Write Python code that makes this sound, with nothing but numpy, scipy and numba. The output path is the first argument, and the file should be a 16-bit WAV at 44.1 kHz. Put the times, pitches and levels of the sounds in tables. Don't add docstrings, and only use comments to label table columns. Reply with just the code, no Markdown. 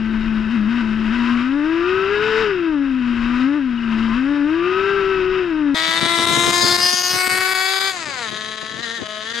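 import sys
import numpy as np
from scipy import signal
from scipy.fft import rfft, irfft
from scipy.io import wavfile
from scipy.ndimage import uniform_filter1d
from numba import njit

SR = 44100
rng = np.random.default_rng(int(sys.argv[2]) if len(sys.argv) > 2 else 0)


def volts_from_decibels(level):
    exponent = np.asarray(level, float) / 20
    return 10 ** exponent


def dump(signal):
    limited = np.clip(np.atleast_2d(signal).T, -1, 1)
    pcm = np.round(limited * 32767).astype(np.int16)
    wavfile.write(sys.argv[1], SR, pcm)


N = 414540
TIME = np.arange(N) / SR
SIDES = np.array([[1], [-1]])
CHANGE_S = 5.7446

# t/s, shaft speed approached f/Hz, lag/s, strain on the drive level/dB
THROTTLE = [(0, 219.7, 0.018, -0.5), (.491, 242, 0.016, 2), (.554, 212.4, 0.016, -0.5),
            (.668, 237.6, 0.024, 3), (0.807, 217.8, .013, 0), (1.0, 220.5, 0.0092, 3.5),
            (1.108, 239.7, 0.011, 4.5), (1.397, 726, 1.75, 1), (2.04, 466.6, 0.27, -2),
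            (2.425, 213.8, 0.31, -2), (3.042, 209.9, .29, 0.5), (3.198, 308, 0.56, 3.5),
            (3.44, 440, 0.46, 0), (3.565, 225.6, .1, -4.5), (3.85, 224.6, .1, 3), (4.122, 334.3, 0.21, 2),
            (4.348, 287, 0.022, 1), (4.436, 451.7, 0.42, 0.5), (4.938, 334, 0.64, 0),
            (5.209, 371, 0.009, -0.5), (5.391, 222.4, 0.33, -1.5)]
# shaft f/Hz, hum level/dB, rattle level/dB, rumble level/dB, knock level/dB
BY_SPEED = [
    (221, -20, -34, -37.5, -39),
    (231.4, -20, -31, -39.5, -42.5),
    (286, -18, -37, -47, -34),
    (366, -19.5, -30, -40.5, -36.5),
    (440, -20, -22.5, -37, -31.5),
]
# t/s, f/Hz, level/dB
MESH_RUNS = [
    [(1.15, 960, -58), (1.22, 950, -35), (1.462, 1245, -35), (1.6, 1546, -55)],
    [(1.7, 1173, -45), (1.85, 1191, -29), (2.244, 1487, -30), (2.512, 1470, -33.5), (2.728, 1168, -49),
     (2.85, 1192, -64)],
    [(3.2, 1056, -43), (3.302, 1182, -34.5), (3.5, 1300, -44)],
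    [(3.95, 1010, -64), (4.118, 1025, -33), (4.25, 1307, -47)],
    [(4.5, 1188, -55), (4.602, 1163, -31), (4.9, 1363, -26.5), (5.368, 1244, -33), (5.476, 1257, -55),
     (5.7, 877.3, -48)],
]
# f/Hz, width/Hz, level/dB
CASE = [(550, 425, -10.5), (983, 49, 4.5), (1174, 243, -1), (1300, 69.4, 7.5), (1510, 133, 5),
        (2060, 330, -1), (2570, 272, 0.5), (3073, 650, -6)]
CASE_TREBLE = [(3716, 100, 15.5), (4720, 240, 8), (5150, 480, 5), (7700, 900, -18.5), (7040, 380, -17),
               (10600, 620, -32), (12500, 3000, -37)]
# f/Hz, width/Hz, level/dB
MOUNT = [(582, 85, 3), (916, 59, 4), (992, 51, 2.5), (1204, 75, 5.5), (1566, 209, 7.5), (2010, 750, -5),
         (2594, 160, -7.5), (3800, 200, -14), (5230, 210, -19)]
# t/s, level/dB, length/s
BUMPS = [
    (.25, 8, 0.16),
    (2.75, 3.5, 0.17),
    (3.2, 7, 0.13),
    (5.5, 0.5, 0.23),
    (2.2, -8, 0.3),
    (4.7, -7, 0.22),
]
# t/s, peak level/dB, f/Hz, decay/s
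GRIT = [
    (3.778, -24, 2900, 0.0073),
    (3.832, -24, 2900, 0.0067),
    (3.72, -37, 3300, .006),
]

# t/s, firing f/Hz
FIRING = [(5.75, 319), (5.88, 324), (5.98, 332.5), (6.06, 335.8), (6.13, 339), (6.2, 336.5), (6.3, 340.7),
          (6.55, 349.2), (6.81, 356.4), (7.05, 362.8), (7.31, 369.7), (7.6, 377.1), (7.89, 386.6),
          (7.93, 372.7), (8.05, 308), (8.17, 251.1), (8.28, 213.4), (8.77, 218.6), (8.825, 237.9),
          (8.88, 225.9), (8.96, 232.5), (9.02, 211.9), (9.22, 213.5), (9.33, 233.3), (9.4, 235.8)]
# t/s, strict alternation of strong and weak pops 0-1, timing scatter/us, tail level/dB, gas level/dB
BURN = [(5.75, .8, 12, -7.5, -6), (6.0, .7, 12, -7.5, -6), (6.2, .2, 12, -7.5, -6), (7.9, .2, 12, -8, -6),
        (7.95, .3, 18, -6.5, -6), (8.22, .3, 18, -6.5, -6), (8.32, .2, 12, -6.5, -7),
        (9.4, .2, 12, -6.5, -7)]
# t/s, level/dB, aim of the pipe at the phone level/dB
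PASS = [(5.75, -21, 3), (6.11, -19.5, -5), (6.55, -18, 4.5), (6.74, -17, 1.5), (6.79, -20.5, 1),
        (6.86, -17.5, -2.5), (6.95, -21.5, 0), (7.05, -21.5, -10), (7.31, -20, 3), (7.89, -21.5, 0),
        (7.93, -29.5, 11.5), (8.17, -30.5, 2.5), (8.22, -27.5, 1), (8.3, -29.5, -2), (8.76, -33.5, -4.5),
        (8.825, -29, -3.5), (8.96, -31.5, 0), (9.02, -34.5, 0.5), (9.22, -32, -6.5), (9.33, -29, -3),
        (9.4, -25.5, -7.5)]
# t/s, index into the nine pipe colours below
FACING = [(5.9, 0), (6.2, 1), (6.45, 1), (6.62, 2), (6.76, 2), (6.85, 3), (7.1, 3), (7.25, 4), (7.45, 4),
          (7.65, 5), (7.9, 5), (7.95, 6), (8.2, 6), (8.3, 7), (8.77, 7), (8.82, 8), (8.97, 8), (9.02, 7),
          (9.22, 7), (9.32, 8)]
# f/Hz, level/dB
COMING = [(160, -35), (320, -13), (1300, -10.5), (1720, -10.5), (1930, -4.5), (2300, -11), (2740, -17.5),
          (3580, -7.5), (4600, -13), (5400, -19), (8500, -30), (13000, -32.5), (16500, -70.5)]
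CLOSING = [(160, -43), (340, -10.5), (773, -14.5), (1030, -8.5), (1610, -12.5), (2070, -11), (2750, -15.5),
           (3700, -7.5), (4500, -21.5), (5700, -14.5), (6900, -20.5), (8500, -14.5), (13000, -29),
           (16500, -69)]
BESIDE = [(180, -38.5), (350, -11.5), (700, -16), (1080, -13), (2080, -13.5), (2900, -21.5), (3550, -13),
          (4250, -13.5), (5100, -8.5), (5800, -16), (6600, -12), (7600, -17.5), (14400, -27),
          (16500, -66.5)]
PASSED = [(180, -46.5), (360, -11), (720, -15), (1080, -11), (1800, -10), (2300, -15.5), (2900, -10),
          (4000, -10.5), (5040, -2.5), (5450, -12), (6100, -9.5), (6800, -10.5), (7400, -15.5),
          (11000, -17), (14400, -21.5), (16500, -67)]
TURNING = [(190, -47.5), (370, -6.5), (740, -11.5), (1490, -3), (2230, -4), (2900, -11.5), (3700, -13),
           (4650, -8.5), (5600, -15), (6900, -18), (8300, -15), (9500, -19), (11300, -14), (13000, -16.5),
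           (14600, -33), (16500, -66.5)]
LEAVING = [(190, -58), (380, -12), (1140, -9), (1520, -5), (2280, -7), (2850, -15), (3420, -3.5),
           (3800, -10.5), (4560, -5.5), (5000, -7.5), (5700, -19), (6600, -14), (7800, -18.5),
           (11200, -21.5), (13000, -25), (14600, -36), (16500, -73)]
COASTING = [(130, -30.5), (300, -9.5), (600, -7), (1600, -5), (2400, -6), (3200, -8), (4100, -8.5),
            (4900, -7.5), (5600, -16.5), (7800, -21), (9000, -32), (10800, -29.5), (15000, -59.5)]
IDLING = [(110, -32), (215, -9), (650, -5.5), (860, -17.5), (1080, -5), (1420, -11), (1770, 1.5),
          (2150, -8.5), (2580, -9.5), (3300, -3), (3900, -5), (4300, -11.5), (4900, -9.5), (5500, -20),
          (6200, -19.5), (8800, -36.5), (10400, -29.5), (15000, -53)]
BLIPPING = [(110, -42), (230, -8.5), (465, -7), (800, -17.5), (1390, -8.5), (1860, -4), (2150, -14),
            (2550, -16.5), (3350, -6), (3950, -12.5), (4300, -13.5), (4900, -13), (5500, -19.5),
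            (6300, -21.5), (8800, -36), (10400, -33.5), (15000, -57.5)]
# t/s, low f/Hz, middle f/Hz, high f/Hz, depth 0-1
GAPS = [(5.75, 2720, 5740, 9240, .3), (6.3, 2730, 5670, 9300, .4), (6.7, 2290, 5820, 9500, .5),
        (6.85, 3840, 7020, 11800, .7), (6.97, 4020, 7830, 12500, 0.6), (7.12, 3600, 7380, 12200, .7),
        (7.25, 3110, 6100, 10500, 0.6), (7.4, 3000, 5870, 9070, 0.5), (7.55, 3000, 5780, 8800, 0.7),
        (7.95, 2920, 5580, 8940, 0.7), (9.4, 2590, 5450, 8760, 0.5)]
# f/Hz, treble level/dB
TREBLE_NEED = [(8500, -56), (10200, -47), (10700, -33), (11300, -33), (12300, -33), (12800, -29),
               (13200, -24), (14000, -23), (14300, -42), (14600, -20)]
# start t/s, end t/s
SINGING_SPANS = [(5.71, 6.45), (6.3, 6.72), (6.6, 6.775), (6.785, 7.2), (7.15, 7.4), (7.16, 7.93),
                 (8.0, 8.3), (8.3, 8.79), (8.79, 9.02), (9.02, 9.24), (9.24, 9.45), (6.78, 6.9),
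                 (6.9, 7.12)]
# f/Hz, level/dB
SINGING_NOTES = [
    [(660, -66.5), (1990, -34.5), (3300, -37.5), (3640, -25.5), (8400, -48.5)],
    [(690, -43), (2080, -33), (4150, -32.5), (6500, -35.5), (6900, -29), (6200, -36), (7600, -36.5)],
    [(3550, -23.5), (4250, -23), (4600, -22), (4950, -21.5), (5300, -25.5)],
    [(720, -61), (5040, -24.5), (5780, -40), (6150, -42), (6500, -39.5)],
    [(8100, -31), (8500, -34.5)],
    [(750, -78), (1500, -46), (2260, -28.5), (3400, -41), (4530, -36), (4900, -36)],
    [(1100, -44.5), (1600, -34), (2200, -38), (4400, -40)],
    [(650, -74), (1080, -58), (1300, -40), (1730, -46), (1950, -46), (3250, -44.5), (3900, -39.5)],
    [(1400, -53), (1860, -30.5), (3500, -40), (3950, -31.5)],
    [(640, -32), (3000, -40), (1280, -36), (1700, -48), (3200, -48), (3420, -41)],
    [(1400, -47.5), (1860, -38), (3500, -33), (3950, -52.5)],
    [(4630, -27), (4990, -19.5), (5340, -27.5)],
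    [(5800, -33), (6150, -30.5), (6500, -32.5), (6870, -32)],
]
# t/s, peak level/dB, length/s, left minus right level/dB
GUSTS = [(6.012, -38, 0.043, 26), (6.4, -30.5, 0.31, -10.5), (6.7, -36, 0.12, -13.5),
         (7.156, -36.5, 0.038, 20), (7.339, -44.5, 0.066, 27), (8.07, -44.5, 0.11, -8),
         (8.317, -44, 0.036, 25), (8.77, -49, 0.05, 27), (9.043, -55, 0.075, 11)]
# t/s, peak level/dB, left minus right level/dB, length/s
THUMPS = [(6.026, -19.5, 29.0, 0.012), (6.052, -20.5, 12, 0.015), (6.183, -26, 0, 0.015),
          (6.2, -23.5, -18, 0.026), (6.304, -16.5, -7, 0.015), (6.33, -21, 8, 0.0091),
          (6.371, -18.5, -1, 0.013), (6.471, -15, -8.5, 0.012), (6.486, -16.5, -9, 0.019),
          (6.632, -15, -6.5, 0.018), (6.648, -22, -22.5, 0.021), (6.725, -32.5, -1, 0.027),
          (7.133, -35.5, 23, 0.013), (7.273, -27.5, 18, 0.012), (5.882, -29, 7, 0.015),
          (6.933, -30, 0.5, 0.012), (8.073, -32, 9, 0.025), (8.32, -27.5, 25, 0.014),
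          (8.63, -27, 16.0, 0.0096), (8.76, -41, 13, 0.018), (8.79, -33, 19.0, 0.015),
          (8.989, -29.5, -4.5, 0.033), (9.02, -26, 19, 0.017)]


def track(table):
    s, *columns = np.transpose(table)
    return [np.interp(TIME, s, column) for column in columns]


def unit(x):
    return x / np.sqrt(np.mean(x ** 2))


def steady(x):
    return x / np.sqrt(uniform_filter1d(x ** 2, size=SR // 20) + 1e-12)


@njit
def svf(x, hz, width):
    y, band, low = np.empty(len(x)), 0., 0.
    for i in range(len(x)):
        g, k = np.tan(np.pi * hz[i] / SR), width / hz[i]
        v = (band + g * (x[i] - low)) / (1 + g * (g + k))
        band, low, y[i] = 2 * v - band, low + 2 * g * v, k * v
    return y


def ring(x, modes):
    out = 0
    for k, (hz, width, db) in enumerate(modes):
        out = out + (-1) ** k * volts_from_decibels(db) * svf(x, np.full(N, 1. * hz), 1. * width)
    return out


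def butter(x, hz, kind, order=4):
    return signal.sosfilt(signal.butter(order, hz, kind, fs=SR, output="sos"), x)


def band_noise(low_hz, high_hz):
    return unit(butter(rng.standard_normal(N), [low_hz, high_hz], "band", order=2))


def walk(rate):
    k = int(SR / rate)
    held = np.repeat(rng.standard_normal(N // k + 1), k)
    return unit(uniform_filter1d(uniform_filter1d(held, k), k)[:N])


def firings(hz, scatter_db, late_s, alternate):
    turns = np.cumsum(hz) / SR
    k = np.arange(1, int(turns[-1]))
    chance = rng.standard_normal((N // 64, 3))[k].T
    due = np.interp(k, turns, np.arange(N))
    at = np.clip(due + late_s[due.astype(int)] * SR * chance[0], 8, N - 9)
    swing = (-1.) ** (k + np.cumsum(chance[2] > 1.3))
    share = alternate[due.astype(int)]
    strength_db = scatter_db * (share * swing + (1 - share / 2) * np.tanh(chance[1])) / 2
    taps = np.round(at).astype(int)[:, None] + np.arange(-7, 8)
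    offset = taps - at[:, None]
    click = np.sinc(offset) * np.cos(offset * np.pi / 16) ** 2
    even, uneven = np.zeros(N), np.zeros(N)
    np.add.at(even, taps, click)
    np.add.at(uneven, taps, click * volts_from_decibels(strength_db)[:, None])
    return even, uneven, turns % 1


def lagged(targets, lags_s):
    out = np.full(N, 1. * targets[0])
    for s, target, lag in zip(np.transpose(THROTTLE)[0], targets, lags_s):
        a = int(max(s, 0) * SR)
        out[a:] = target + (out[a] - target) * np.exp(-(TIME[a:] - TIME[a]) / lag)
    return out


def ride():
    _, aim_hz, lag_s, strain_db = np.transpose(THROTTLE)
    hz = lagged(aim_hz, lag_s) * (1 + .009 * walk(25))
    strain = lagged(strain_db, np.full(len(lag_s), 0.053))
    speeds, *levels = np.transpose(BY_SPEED)
    hum, rattle, rumble, knock = (np.interp(hz, speeds, db) for db in levels)
    treble_db = -17 + 0.16 * strain + 3 * np.clip((hz - 400) / 40, 0, 1)
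    return hz, hum + 0.26 * strain, rattle + strain, treble_db, rumble + 0.39 * strain, knock + 0.87 * strain


def shaft_hum(phase, hum_db):
    return np.sqrt(2) * volts_from_decibels(hum_db + .9 * walk(30)) * np.sin(2 * np.pi * phase)


def half_order(hz):
    level_db = -37.5 + 0.15 * (hz - 438.5) + 1.5 * walk(5.6)
    return volts_from_decibels(level_db) * np.sin(np.pi * np.cumsum(hz) / SR)


def case_rattle(shake, treble_db):
    body = unit(butter(ring(shake, CASE), 470, "high", order=2))
    treble = unit(butter(ring(shake, CASE_TREBLE), 1600, "high", order=2))
    return body - volts_from_decibels(treble_db) * treble


def road_rumble():
    bumps = volts_from_decibels(sum(db * np.exp(-((TIME - s) / length) ** 2) for s, db, length in BUMPS))
    plate = band_noise(285, 365)
    return bumps * band_noise(16, 36) + 0.91 * band_noise(60, 250) + 0.99 * plate


def flywheel_fan(hz, phase):
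    level_db = -51 + .2 * np.minimum(hz - 435, 0) + 2 * walk(30)
    return volts_from_decibels(level_db) * np.sin(2 * np.pi * 12 * phase)


def lid_buzz(hz, shake):
    return volts_from_decibels(-42 + .15 * np.minimum(hz - 375, 0)) * unit(ring(shake, [(2620, 70, 0)]))


def gears():
    out = 0
    for run in MESH_RUNS:
        hz, db = track(run)
        start, end = run[0][0], run[-1][0]
        on = np.interp(TIME, [start - .03, start, end, end + .03], [0, 1, 1, 0])
        for ratio, stage_db in ((1, 2), (1.165, -2), (2, -10)):
            phase = 2 * np.pi * np.cumsum(ratio * hz * (1 + 0.0035 * walk(50))) / SR
            out = out + on * volts_from_decibels(db + stage_db + 1.6 * walk(40)) * np.sin(phase)
    return out


def grit():
    out = 0
    for s, db, hz, decay_s in GRIT:
        t = np.maximum(TIME - s, 0)
        envelope = (1 - np.exp(-t / 0.0018)) * np.exp(-t / decay_s)
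        out = out + volts_from_decibels(db) * envelope * np.sin(2 * np.pi * hz * t)
    return out


def on_board():
    hz, hum_db, rattle_db, treble_db, rumble_db, knock_db = ride()
    _, pulses, phase = firings(hz, 5.0, np.full(N, .00002), np.zeros(N))
    shake = rng.standard_normal(N) * (.6 + np.exp(-phase / .5)) * volts_from_decibels(.9 * walk(45) + .3 * walk(8))
    knocks = volts_from_decibels(knock_db) * unit(ring(butter(pulses, 400, "high"), MOUNT))
    shaft = shaft_hum(phase, hum_db) + half_order(hz) + flywheel_fan(hz, phase)
    case = volts_from_decibels(rattle_db) * case_rattle(shake, treble_db) + lid_buzz(hz, shake) + grit()
    return shaft + case + knocks + gears() + volts_from_decibels(rumble_db) * road_rumble()


def passing():
    (hz,), (level_db, aim_db) = track(FIRING), track(PASS)
    hz = hz * (1 + .0022 * walk(30))
    near = np.exp(-((TIME - 7.06) / 0.22) ** 2)
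    coming_db, gone_db = -12.5, -7
    far_db = coming_db + (gone_db - coming_db) * np.clip((TIME - CHANGE_S) / 0.47, 0, 1)
    treble_db = far_db + 6.5 * near + 0.38 * aim_db - 4.5
    *gaps_hz, depth = track(GAPS)
    return hz, level_db, treble_db, 5.5 - 1.5 * near, gaps_hz, depth


def exhaust_pops(even, uneven, tail_db):
    difference = uneven - uneven.mean() / even.mean() * even
    pops = unit(even) + volts_from_decibels(-6.5) * unit(butter(difference, 700, "high", order=2))
    pops = -butter(pops, 6500, "low", order=1)
    pops = pops - 2 * svf(pops, np.full(N, 3000.), 5000.)
    tail = rng.standard_normal((2, 3000)) * np.exp(-np.arange(3000) / SR / .018)
    struck = (pops * (1 + .5 * walk(120)))[None]
    scattered = signal.fftconvolve(struck, tail, axes=1)[:, :N]
    return pops + volts_from_decibels(tail_db) * unit(butter(scattered, 800, "high", order=1))


def gas_puffs(phase):
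    hiss = rng.standard_normal(N) + .6 * rng.standard_normal((2, N))
    return unit((1.2 + np.exp(-phase / .3)) * butter(hiss, 2500, "high", order=1))


def colour(x, points):
    hz, db = np.transpose(points)
    grid_hz = np.linspace(1, SR / 2, num=513)
    outline_db = np.interp(np.log(grid_hz), np.log(hz), np.maximum(db, -70))
    cepstrum = irfft(outline_db * np.log(10) / 20)
    cepstrum[1:512] *= 2
    cepstrum[513:] = 0
    return signal.fftconvolve(x, irfft(np.exp(rfft(cepstrum)))[None], axes=1)[:, :N]


def patchy(treble, treble_db):
    hz, s, cells = signal.stft(treble, SR, nperseg=1024)
    at = np.minimum((s * SR).astype(int), N - 1)
    beside_db = 9 * ((s > 6.69) & (s < 7.18))
    for low_hz in range(8600, 14900, 300):
        need_db = np.interp(low_hz, *np.transpose(TREBLE_NEED))
        keep = treble_db[at] + beside_db + 7.0 * walk(30)[at] > need_db
        cells[:, (hz >= low_hz) & (hz < low_hz + 300)] *= keep
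    cells[:, hz > 14200] *= volts_from_decibels(np.where((s > 7.0) & (s < 7.93), 13, -8))
    cells[:, hz > 14650] *= volts_from_decibels(-33.0)
    return signal.istft(cells, SR, nperseg=1024)[1][:, :N]


def singing(engine, hz):
    out = np.zeros(N)
    for (start, end), notes in zip(SINGING_SPANS, SINGING_NOTES):
        a = slice(int(start * SR), min(int(end * SR), N))
        swell = np.clip(np.minimum(TIME[a] - start, end - TIME[a]) / 0.039, 0, 1)
        for note_hz, db in notes:
            multiple = np.round(note_hz / hz[a].mean())
            tone = svf(engine[a], multiple * hz[a], .3 * multiple ** 2 + 20)
            out[a] += swell * volts_from_decibels(db - 9.0) * steady(tone)
    return out


def exhaust():
    hz, level_db, treble_db, pan_db, gaps_hz, depth = passing()
    (facing,), (alternate, late_us, tail_db, gas_db) = track(FACING), track(BURN)
    even, uneven, phase = firings(hz, 5.5, late_us / 1e6, alternate)
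    flow = exhaust_pops(even, uneven, tail_db) + volts_from_decibels(gas_db) * gas_puffs(phase)
    faces = (COMING, CLOSING, BESIDE, PASSED, TURNING, LEAVING, COASTING, IDLING, BLIPPING)
    x = 0
    for k, face in enumerate(faces):
        x = x + np.clip(1 - abs(facing - k), 0, 1) * unit(colour(flow, face))
    for gap_hz, width_hz, share in zip(gaps_hz, (860., 1900., 2000.), (0.55, .95, 0.99)):
        x = x - np.clip(share * depth, 0, 1) * np.array([svf(port, gap_hz, width_hz) for port in x])
    low = signal.sosfiltfilt(signal.butter(7, 5700, fs=SR, output="sos"), x)
    body = steady(butter(low, 140, "high", order=2))
    body = body + (volts_from_decibels(-3.0 * SIDES) - 1) * butter(body, 4500, "high", order=1)
    treble = volts_from_decibels(treble_db - 2.2 * SIDES) * patchy(steady(x - low), level_db + treble_db)
    engine = body + treble
    return volts_from_decibels(SIDES * (pan_db / 2 + 1.73)) * (volts_from_decibels(level_db) * engine + singing(engine.mean(axis=0), hz))


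def gusts():
    lull_db = -18 * np.exp(-((TIME - 7.7) / 0.09) ** 2)
    out = volts_from_decibels(-51.5 + lull_db) * np.ones((2, 1))
    for s, db, length, pan_db in GUSTS:
        shape = np.exp(-((TIME - s) / length) ** 2)
        out = out + volts_from_decibels(db + np.minimum(SIDES * pan_db, 0) * 0.88) * shape
    return out


def port_air():
    ports = []
    for _ in SIDES:
        rumble = butter(butter(rng.standard_normal(N), 400, "low", order=2), 85, "high", order=6)
        ports.append(unit(rumble) * volts_from_decibels(4.5 * np.tanh(walk(40))))
    air = np.array(ports)
    return 0.33 * air + 0.84 * air[0]


def wind():
    puff = steady(butter(rng.standard_normal((2, N)), [110, 420], "band", order=2))
    out = port_air() * volts_from_decibels(1.0) * gusts()
    for s, peak_db, pan_db, length in THUMPS:
        a = slice(int((s - .02) * SR), int((s + .06) * SR))
        shape = np.exp(-((TIME[a] - s - length / 2) / length) ** 2 * 2)
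        out[:, a] += volts_from_decibels(peak_db - 2.5 + np.minimum(SIDES * pan_db, 0)) * shape * puff[:, a]
    return out * volts_from_decibels(4.0 * SIDES)


def skips():
    since = (TIME - CHANGE_S) % .256
    fade_s = np.where(TIME < CHANGE_S + .1, .009, .017)
    return np.clip(.18 + since / fade_s, 0, 1)


def scene():
    pan = volts_from_decibels(np.array([[3.0], [-4.66]]))
    riding = butter(on_board(), 12500, "low", order=4) * pan
    kerb = butter(skips() * (exhaust() + wind()), 58, "high", order=2)
    return np.where(TIME < CHANGE_S, riding, kerb)


def low_pass(x):
    return signal.sosfilt(signal.butter(12, 16410, fs=SR, output="sos"), x)


def record(dry):
    over = np.maximum(abs(dry) - 0.24, 0)
    held = dry - np.sign(dry) * (over - .45 * np.tanh(over / .45))
    return low_pass(held)


dry = scene()
out = record(dry)
dump(out)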